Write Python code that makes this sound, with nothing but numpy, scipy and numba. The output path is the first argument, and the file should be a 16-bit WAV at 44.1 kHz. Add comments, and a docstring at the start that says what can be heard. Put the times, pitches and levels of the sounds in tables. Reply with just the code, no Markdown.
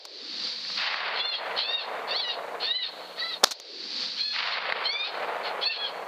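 """A wounded coyote yelps across a night field ringed by woods: overtones of an arching pitch, hoarse at both ends.
A muffled self-loading rifle fires once, close to the microphone, as short bursts of thump and steel noise.
The bullet's shock wave sizzles back off the stubble with a sinking rumble, then the woods return a long, dulling roll.
The same echoes, from a shot fired just before the start, fill the first seconds.
The recorder's gain control ducks under loud sounds, so the roll and the hiss swell up between the yelps."""
import sys
import numpy as np
from scipy import signal
from scipy.fft import rfft, irfft, next_fast_len
from scipy.io import wavfile
from scipy.ndimage import uniform_filter1d, map_coordinates
from numba import njit

SR = 44100
rng = np.random.default_rng(int(sys.argv[2]) if len(sys.argv) > 2 else 0)


def generate_wav(sig):
    """Save sig (samples, or channels by samples) to the path in sys.argv[1] as 16-bit PCM at SR."""
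    pcm = np.round(np.clip(np.atleast_2d(sig).T, -1, 1) * 32767).astype(np.int16)
    wavfile.write(sys.argv[1], SR, pcm)


N = 267863
T = np.arange(N) / SR  # time [s]

# firing times of the two shots, the first just before the start: [s]
SHOT_TIMES = [-0.13, 3.432]


def amp(db):
    """Decibels to amplitude."""
    return 10 ** (np.asarray(db) / 20)


def unit(x):
    """x scaled to rms 1."""
    return x / np.sqrt(np.mean(x ** 2) + 1e-20)


def ramp(x):
    """x held within 0-1."""
    return np.clip(x, 0, 1)


def along(points, hz):
    """(Hz, value) points read at hz on a log axis."""
    f, v = np.transpose(points)
    return np.interp(np.log(hz + 1), np.log(f + 1), v)


def curves(rows, t):
    """Each column after the time, read at times t."""
    s, *cols = np.transpose(rows)
    return [np.interp(t, s, c) for c in cols]


def during(start, length):
    """1 while a sound lasts, with soft edges."""
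    inside = (T >= start) & (T <= start + length)
    return uniform_filter1d(inside * 1.0, size=400)


def wobble(rate):
    """A smooth random curve, rate knots a second."""
    knots = rng.standard_normal(int(N * rate / SR) + 4)
    return map_coordinates(knots, [T * rate])


def filtered(x, response):
    """x times a gain that depends on frequency."""
    m = next_fast_len(len(x) + 8192)
    gain = response(np.fft.rfftfreq(m, 1 / SR))
    return irfft(rfft(x, m) * gain, m)[:len(x)]


def noise(spectrum):
    """Coloured noise of rms 1."""
    return unit(filtered(rng.standard_normal(N), lambda hz: amp(along(spectrum, hz))))


def burst(spectrum, s, hold, t60):
    """A blast of coloured noise at time s that holds, then dies; its energy is that of its envelope."""
    t = T[:SR // 8]
    shape = amp(-60 * np.maximum(t - hold, 0) / t60)
    puff = np.pad(shape * rng.standard_normal(len(t)), (round(s * SR), N))[:N]
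    blast = filtered(puff, lambda hz: amp(along(spectrum, hz)))
    return blast * np.linalg.norm(shape) / np.linalg.norm(blast)


def coyote():
    """Each yelp breaks in hoarsely, arches through a clear tone of overtones and breaks up again."""
    # one pitch arch a cry; where two overlap, the voice splits into two strands:
    # (start [s], length [s], level [dB], attack [s], first pitch [Hz], top pitch [Hz], last pitch [Hz],
    #  place of the top [share of length], hoarse onset [s], least roughness [0-1],
    #  brightness [dB per octave of overtone number], mouth region [Hz], mouth lift [dB])
    yelps = [ (1.141,.26,-19,0.074,610,705.4,578,0.47,0.087,0,0.5,3540,8.5),
             (1.56,0.3,-22,0.042,735,930,727,.64,0.11,0.16,2,3600,8.5),
             (2.073,0.29,-26,0.076,857,984,854,0.53,.05,0.17,4,4150,0),
             (2.134,.13,-32,0.06,904,1132,1070,0.69,0.017,0.4,13,3400,6),
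             (2.598,0.3,-21,.11,762,1002,804,0.57,0.099,0.19,-3.5,3710,15),
             (2.865,.32,-47.5,0.019,766,804,770,0.23,.05,0.96,-8,4300,1),
             (3.158,0.23,-33.5,0.037,586,672,563,0.49,.07,0.3,-0.5,2900,-20),
             (4.156,0.25,-16.5,0.077,776,854,836,0.41,0.067,0.02,5,2680,2),
             (4.497,.09,-17,0.032,730,720,665,0.35,.05,0.9,6,4300,6),
             (4.837,.275,-19.5,0.044,1005,1244,1070,.83,.035,0.16,1,2550,4),
             (5.097,0.099,-38.5,0.083,1040,1045,965,0.16,.05,0.7,2,2550,3),
             (5.43,0.084,-31,0.043,690,713,644,0.22,0.063,.65,-14,1500,-2),
             (5.611,0.17,-17.5,0.097,751,895,724,0.56,0.0436,0.22,-1,3000,11.5),
             (5.748,0.17,-29,0.024,770,837,710,0.254,0.036,0.15,-5.5,3250,9.5)]
    # overtone strengths shaped by the throat: (frequency [Hz], relative level [dB])
    throat = [(400, -42), (950, -31.5), (1300, -8), (1900, 1), (2300, -5), (2800, 5), (3500, 3.5),
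              (4000, 4.5), (4350, 12), (4750, -9), (5100, -17.5), (5800, -21.5), (6400, -44.5), (7500, -65)]
    # colour of the hoarse breath: (frequency [Hz], relative level [dB per Hz])
    rasp_colour = [(400, -46.5), (1300, -7), (2000, -7), (3000, 1.5), (3900, 3), (4350, -5), (4650, -0.5),
                   (5200, -12.5), (6200, -34.5), (9000, -68.5)]
    jitter, rough_jitter = 0.0078, 0.033  # pitch flutter, and its growth with roughness [share of pitch]
    mouth_width_hz, squeak_hz = 480, 4290

    out = np.zeros(N)
    flutter = wobble(220)
    squeak_cos = wobble(280) * np.cos(2 * np.pi * squeak_hz * T)
    squeak_sin = wobble(240) * np.sin(2 * np.pi * squeak_hz * T)
    squeak = unit(squeak_cos + squeak_sin)
    rasp = amp(-3) * noise(rasp_colour) + amp(-3) * squeak  # the hoarse voice rings one narrow resonance
    twinkle = [amp(4 * wobble(70)) for _ in range(10)]  # the air path shakes each overtone apart
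    order = np.arange(1, len(twinkle) + 1)[:, None]
    for *shape, bright_db, mouth_hz, mouth_db in yelps:
        gate = during(*shape[:2])
        on = gate > 1e-6
        pitch, db, rough = cry(T[on], *shape)
        rough = ramp(rough)
        fluttering = pitch * (1 + (jitter + rough_jitter * rough) * flutter[on])
        phase = 2 * np.pi * np.cumsum(fluttering) / SR
        # the jaw lifts or hollows one region
        mouth = mouth_db * np.exp(-((order * pitch - mouth_hz) / mouth_width_hz) ** 2)
        sizes = amp(along(throat, order * pitch) + mouth + bright_db * np.log2(order))
        sizes = sizes / np.sqrt(np.sum(sizes ** 2, axis=0) / 2)
        shaken = sizes * np.array([w[on] for w in twinkle])
        tone = np.sum(shaken * np.sin(order * phase), axis=0)
        hoarse = rasp[on] * (1 + 0.098 * np.cos(phase))  # air escapes once a cycle
        voice = np.sqrt(1 - rough ** 2) * tone + rough * hoarse
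        out[on] += gate[on] * amp(db) * voice
    return out


def cry(t, start, length, db, attack, first, top, last, top_at, hoarse_s, rough):
    """Pitch [Hz] arches, level [dB] swells and fades, roughness is greatest at both ends."""
    rise_bend, fall_bend = 1.55, 2.2  # curvature of the pitch arch
    break_s, break_length_s, break_leap = 2.188, 0.039, 0.17  # the voice cracks upward once
    release_s, fade_db, hoarse_end_s = 0.067, 19, 0.089  # how a cry ends; the fade depth serves both ends

    age, left = t - start, start + length - t
    rise = ramp(1 - age / length / top_at)
    fall = ramp(1 - left / length / (1 - top_at))
    pitch = top + (first - top) * rise ** rise_bend + (last - top) * fall ** fall_bend
    leap = 1 + break_leap * np.exp(-np.abs((t - break_s) / break_length_s) ** 3)
    fade = fade_db * (ramp(1 - age / attack) ** 2 + ramp(1 - left / release_s) ** 2)
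    clear = np.minimum(age / hoarse_s, left / hoarse_end_s)
    return pitch * leap, db - fade, np.maximum(rough, 1 - clear ** 2)


def among_trees(x):
    """Nearby brush blurs the cry; the far trees smear it into a thin, high tail."""
    # how long the far trees ring: (frequency [Hz], time to fall 60 dB [s])
    tree_t60 = [(300, 0.47), (3600, 0.67), (4300, 0.89), (5000, 0.73), (8000, 0.11)]
    hz, t, z = signal.stft(rng.standard_normal(SR), SR, nperseg=256)
    decay = amp(-60 * t / along(tree_t60, hz)[:, None])
    tail = signal.istft(z * decay, SR, nperseg=256)[1][:SR]
    # the brush swells in linearly against a decay of 60 dB per 0.07 s
    near = rng.standard_normal(SR) * amp(-60 * T[:SR] / 0.07) * T[:SR]
    paths = amp(-12) * near / np.linalg.norm(near) + amp(-25) * tail / np.linalg.norm(tail)
    return x + signal.fftconvolve(x, paths)[:N]


def rifle():
    """Gas thumps and steel clashes: the shot, the bolt running back and home, the trigger resetting."""
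    # the shot and the cycling of the action, close to the microphone:
    # (time [s], thump level [dB], steel level [dB], hold [s], time to fall 60 dB [s])
    blows = [(0.052,-16.5,-9.5,0.00099,.024), (3.433,-18.5,-33,0.0012,.009), (3.4371,-9,-22,0.00064,0.0051),
             (3.439,-16.5,-4,0.00088,.012), (3.4416,-21,-1.5,.0025,.011), (3.443,-2,-10,0.00065,0.008),
             (3.452,-18,-15,0.017,.05), (3.4698,-15.5,-11,0.0026,0.11), (3.5093,-18.5,-4,.011,0.042),
             (3.5997,-15.5,-9.5,0.00083,0.01)]
    # colour of the gas thump: (frequency [Hz], relative level [dB per Hz])
    thump = [(40, -29.5), (110, -35.5), (250, -9.5), (520, -5), (1000, -0.5), (1700, -11.5), (2800, -16),
             (5000, -30), (15000, -58.5)]
    # colour of the steel clash: (frequency [Hz], relative level [dB per Hz])
    steel = [(200, -34), (1500, -13), (3000, -15.5), (3800, -1.5), (4450, -2), (5200, -6.5), (6200, -6),
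             (7500, -16), (10000, -23.5), (15000, -27.5)]
    out = np.zeros(N)
    for s, thump_db, steel_db, hold, t60 in blows:
        out += amp(thump_db) * burst(thump, s, hold, t60)
        out += amp(steel_db) * burst(steel, s, hold, t60)
    return out


def field():
    """Stubble scatters the passing shock wave as a sizzle, with a low rumble that sinks as the bullet recedes."""
    # scatter off the open ground: (time after the shot [s], sizzle level [dB], rumble level [dB])
    scatter = [(.02,-16,-31), (.15,-23,-30), (.3,-20,-29), (0.602,-15,-37), (.7,-24,-46), (1.08,-23.5,-45),
               (1.35,-62.5,-51.5)]
    # colour of the sizzle: (frequency [Hz], relative level [dB per Hz])
    sizzle_colour = [(100, -35.5), (400, -37), (490, -10.5), (580, -20.5), (1500, -17.5), (2500, -14),
                     (3300, -10.5), (4000, -3), (4600, 0.5), (5100, -9), (6500, -27), (8000, -40),
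                     (10000, -53), (15000, -74)]
    end_hz, drop_hz, sink_s, width_octaves = 185, 710, 0.24, 0.43  # the rumble's sinking band

    out = np.zeros(N)
    for shot in SHOT_TIMES:
        def centre_hz(t):
            """The rumble's pitch sinks exponentially after the shot."""
            return end_hz + drop_hz * np.exp(-np.maximum(t - shot, 0) / sink_s)

        sizzle_db, rumble_db = curves(scatter, T - shot)
        sizzle = unit(noise(sizzle_colour) * amp(wobble(500)))  # grainy
        hz, t, z = signal.stft(rng.standard_normal(N), SR, nperseg=2048)
        octaves = np.log2((hz[:, None] + 1) / centre_hz(t))
        band = np.exp(-(octaves / width_octaves) ** 2 / 2)
        banded = signal.istft(z * band, SR, nperseg=2048)[1][:N]
        rumble = unit(banded / np.sqrt(centre_hz(T)))  # evens out the changing bandwidth
        gate = during(shot + scatter[0][0], scatter[-1][0])
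        out += gate * (amp(sizzle_db) * sizzle + amp(rumble_db) * rumble)
    return out


def woods(shot):
    """Countless trunks return the report as a grainy roll; it starts thin and bright, and comes duller with time."""
    # near tree line, then deep woods: (delay [s], swell [s], hold [s], level [dB], fade [dB per s])
    tree_lines = [(0.887,0.15,0.07,-22.5,25), (1.051,0.86,0.39,-33,10.5)]
    # colour of the roll before its moving tilt: (frequency [Hz], relative level [dB per Hz])
    roll_colour = [(30, -38.5), (80, -36), (130, -22.5), (190, -21.5), (330, -16.5), (450, -1.5),
                   (600, 0.5), (1000, 1), (1400, -0.5), (2100, -1), (3200, -7), (4600, -10.5),
                   (5400, -28.5), (7500, -68), (15000, -84.5)]
    # treble tilt above the pivot: the late value, and the extra that dies away [dB per octave]
    last_tilt_db, early_tilt_db, dulling_s, pivot_hz = -7.5, 15.5, 0.59, 700

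    grain = 1.5 * wobble(600) + 1.58 * wobble(60)  # fine grain and slower lumps [dB]
    returns = rng.standard_normal(N) * amp(grain)
    roll = filtered(returns, lambda hz: amp(along(roll_colour, hz)))
    roll = roll / np.std(filtered(roll, lambda hz: (hz > 400) & (hz < 1200)))
    hz, t, z = signal.stft(roll, SR, nperseg=512)
    octaves = np.log2(np.maximum(hz, 1) / pivot_hz)[:, None]
    age = np.maximum(t - shot - tree_lines[0][0], 0)
    tilt = last_tilt_db + early_tilt_db * np.exp(-age / dulling_s)
    bass_db = 2 * np.clip(octaves, -1, 0) * np.maximum(tilt, 0)  # the first, bright returns carry little bass
    tilted = z * amp(np.maximum(octaves, 0) * tilt + bass_db)
    roll = signal.istft(tilted, SR, nperseg=512)[1][:N]
    swells = []
    for delay, swell, hold, db, fade in tree_lines:
        since = T - shot - delay
        fading_db = db - fade * np.maximum(since - swell - hold, 0)
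        swells.append(ramp(since / swell) * amp(fading_db))
    return np.linalg.norm(swells, axis=0) * roll


def trunk_slaps():
    """Single trunks throw back sharp cracks, each a short noise burst."""
    # sharp returns off trunks: (time [s], level [dB], hold [s])
    slaps = [(0.587,-32,0.0013), (0.649,-27,.001), (0.7,-27,0.0032), (0.791,-31,0.0034),
             (0.942,-6.5,0.0014), (1.172,-25,0.0027), (4.033,-23.5,0.0039), (4.362,-13,.002),
             (4.699,-16,0.0027), (4.7228,-7,0.00088)]
    # colour of a returned crack: (frequency [Hz], relative level [dB per Hz])
    crack = [(60, -33), (200, -18), (500, -9.5), (900, 1.5), (1500, 3), (2100, 5), (3200, -12.5),
             (4600, -6.5), (5500, -33), (9000, -43.5), (15000, -50)]
    return sum(amp(db) * burst(crack, s, hold, t60=0.017) for s, db, hold in slaps)


def hiss():
    """Steady microphone hiss, and a faint electrical hum whose partials waver slowly in level."""
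    # colour of the hiss: (frequency [Hz], relative level [dB per Hz])
    hiss_colour = [(30, 4), (100, 2.5), (180, 4.5), (400, 17), (2000, -1.5), (6000, 0.5), (10000, -4.5),
                   (15000, -6.5)]
    # partials of the hum: (frequency [Hz], mean peak level over -63 dB [dB])
    hum_partials = [(180, 1), (240, -2), (300, 2), (490, 6.5)]
    hum = np.zeros(N)
    for hz, db in hum_partials:
        hum += amp(db - 1.5 * wobble(4.9)) * np.sin(2 * np.pi * hz * T)
    return amp(-55) * noise(hiss_colour) + amp(-63) * hum


@njit
def chase(wanted, up, down):
    """Follow a curve, rising and falling at different speeds."""
    out = wanted.copy()
    for i in range(1, len(out)):
        gap = wanted[i] - out[i - 1]
        out[i] = out[i - 1] + gap * (up if gap > 0 else down)
    return out


def gain_control(x):
    """Loud sounds duck the gain; it creeps back after an overload, and starts low from the earlier shot."""
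    level_db, squeeze = -29, 1.026  # threshold, and dB of cut per dB above it
    attack_s, release_s = 0.0091, 0.038
    lag_s = 0.0041  # it reacts late, so sudden swells overshoot
    overload_db, overload_slope = -9, 8  # threshold, and dB of duck per dB above it
    duck_db, recover_db_per_s = 26, 24  # deepest duck, and its recovery

    db = 10 * np.log10(np.abs(uniform_filter1d(x ** 2, size=300)) + 1e-12)
    db = np.interp(T - lag_s, T, db)
    overload = np.clip(overload_slope * (db - overload_db), 0, duck_db)
    # a running maximum against a rising line makes the duck recover steadily
    back = recover_db_per_s * T
    duck = np.maximum.accumulate(np.maximum(overload + back, duck_db)) - back
    wanted_cut = np.maximum(squeeze * (db - level_db), duck)
    cut_db = chase(wanted_cut, 1 / (attack_s * SR), 1 / (release_s * SR))
    return x * amp(-cut_db)


def scene():
    """Coyote, rifle and each shot's echoes over the hiss, as they reach the microphone."""
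    rolls = sum(woods(shot) for shot in SHOT_TIMES)
    return (among_trees(coyote()) + rifle() + field() + rolls + trunk_slaps() + hiss())[None]


def record(dry):
    """The small recorder rides the gain, rounds off peaks, drops the bass and cuts all above its band limit."""
    ceiling, bass_hz, top_hz = 0.72, 160, 15400  # ceiling in full scale before the filters
    x = gain_control(dry[0])
    clipped = x / (1 + (x / ceiling) ** 4) ** (1 / 4)
    thin = signal.sosfilt(signal.butter(2, bass_hz, "high", fs=SR, output="sos"), clipped)
    return filtered(thin, lambda hz: hz < top_hz)[None]


dry = scene()
out = record(dry)
generate_wav(out)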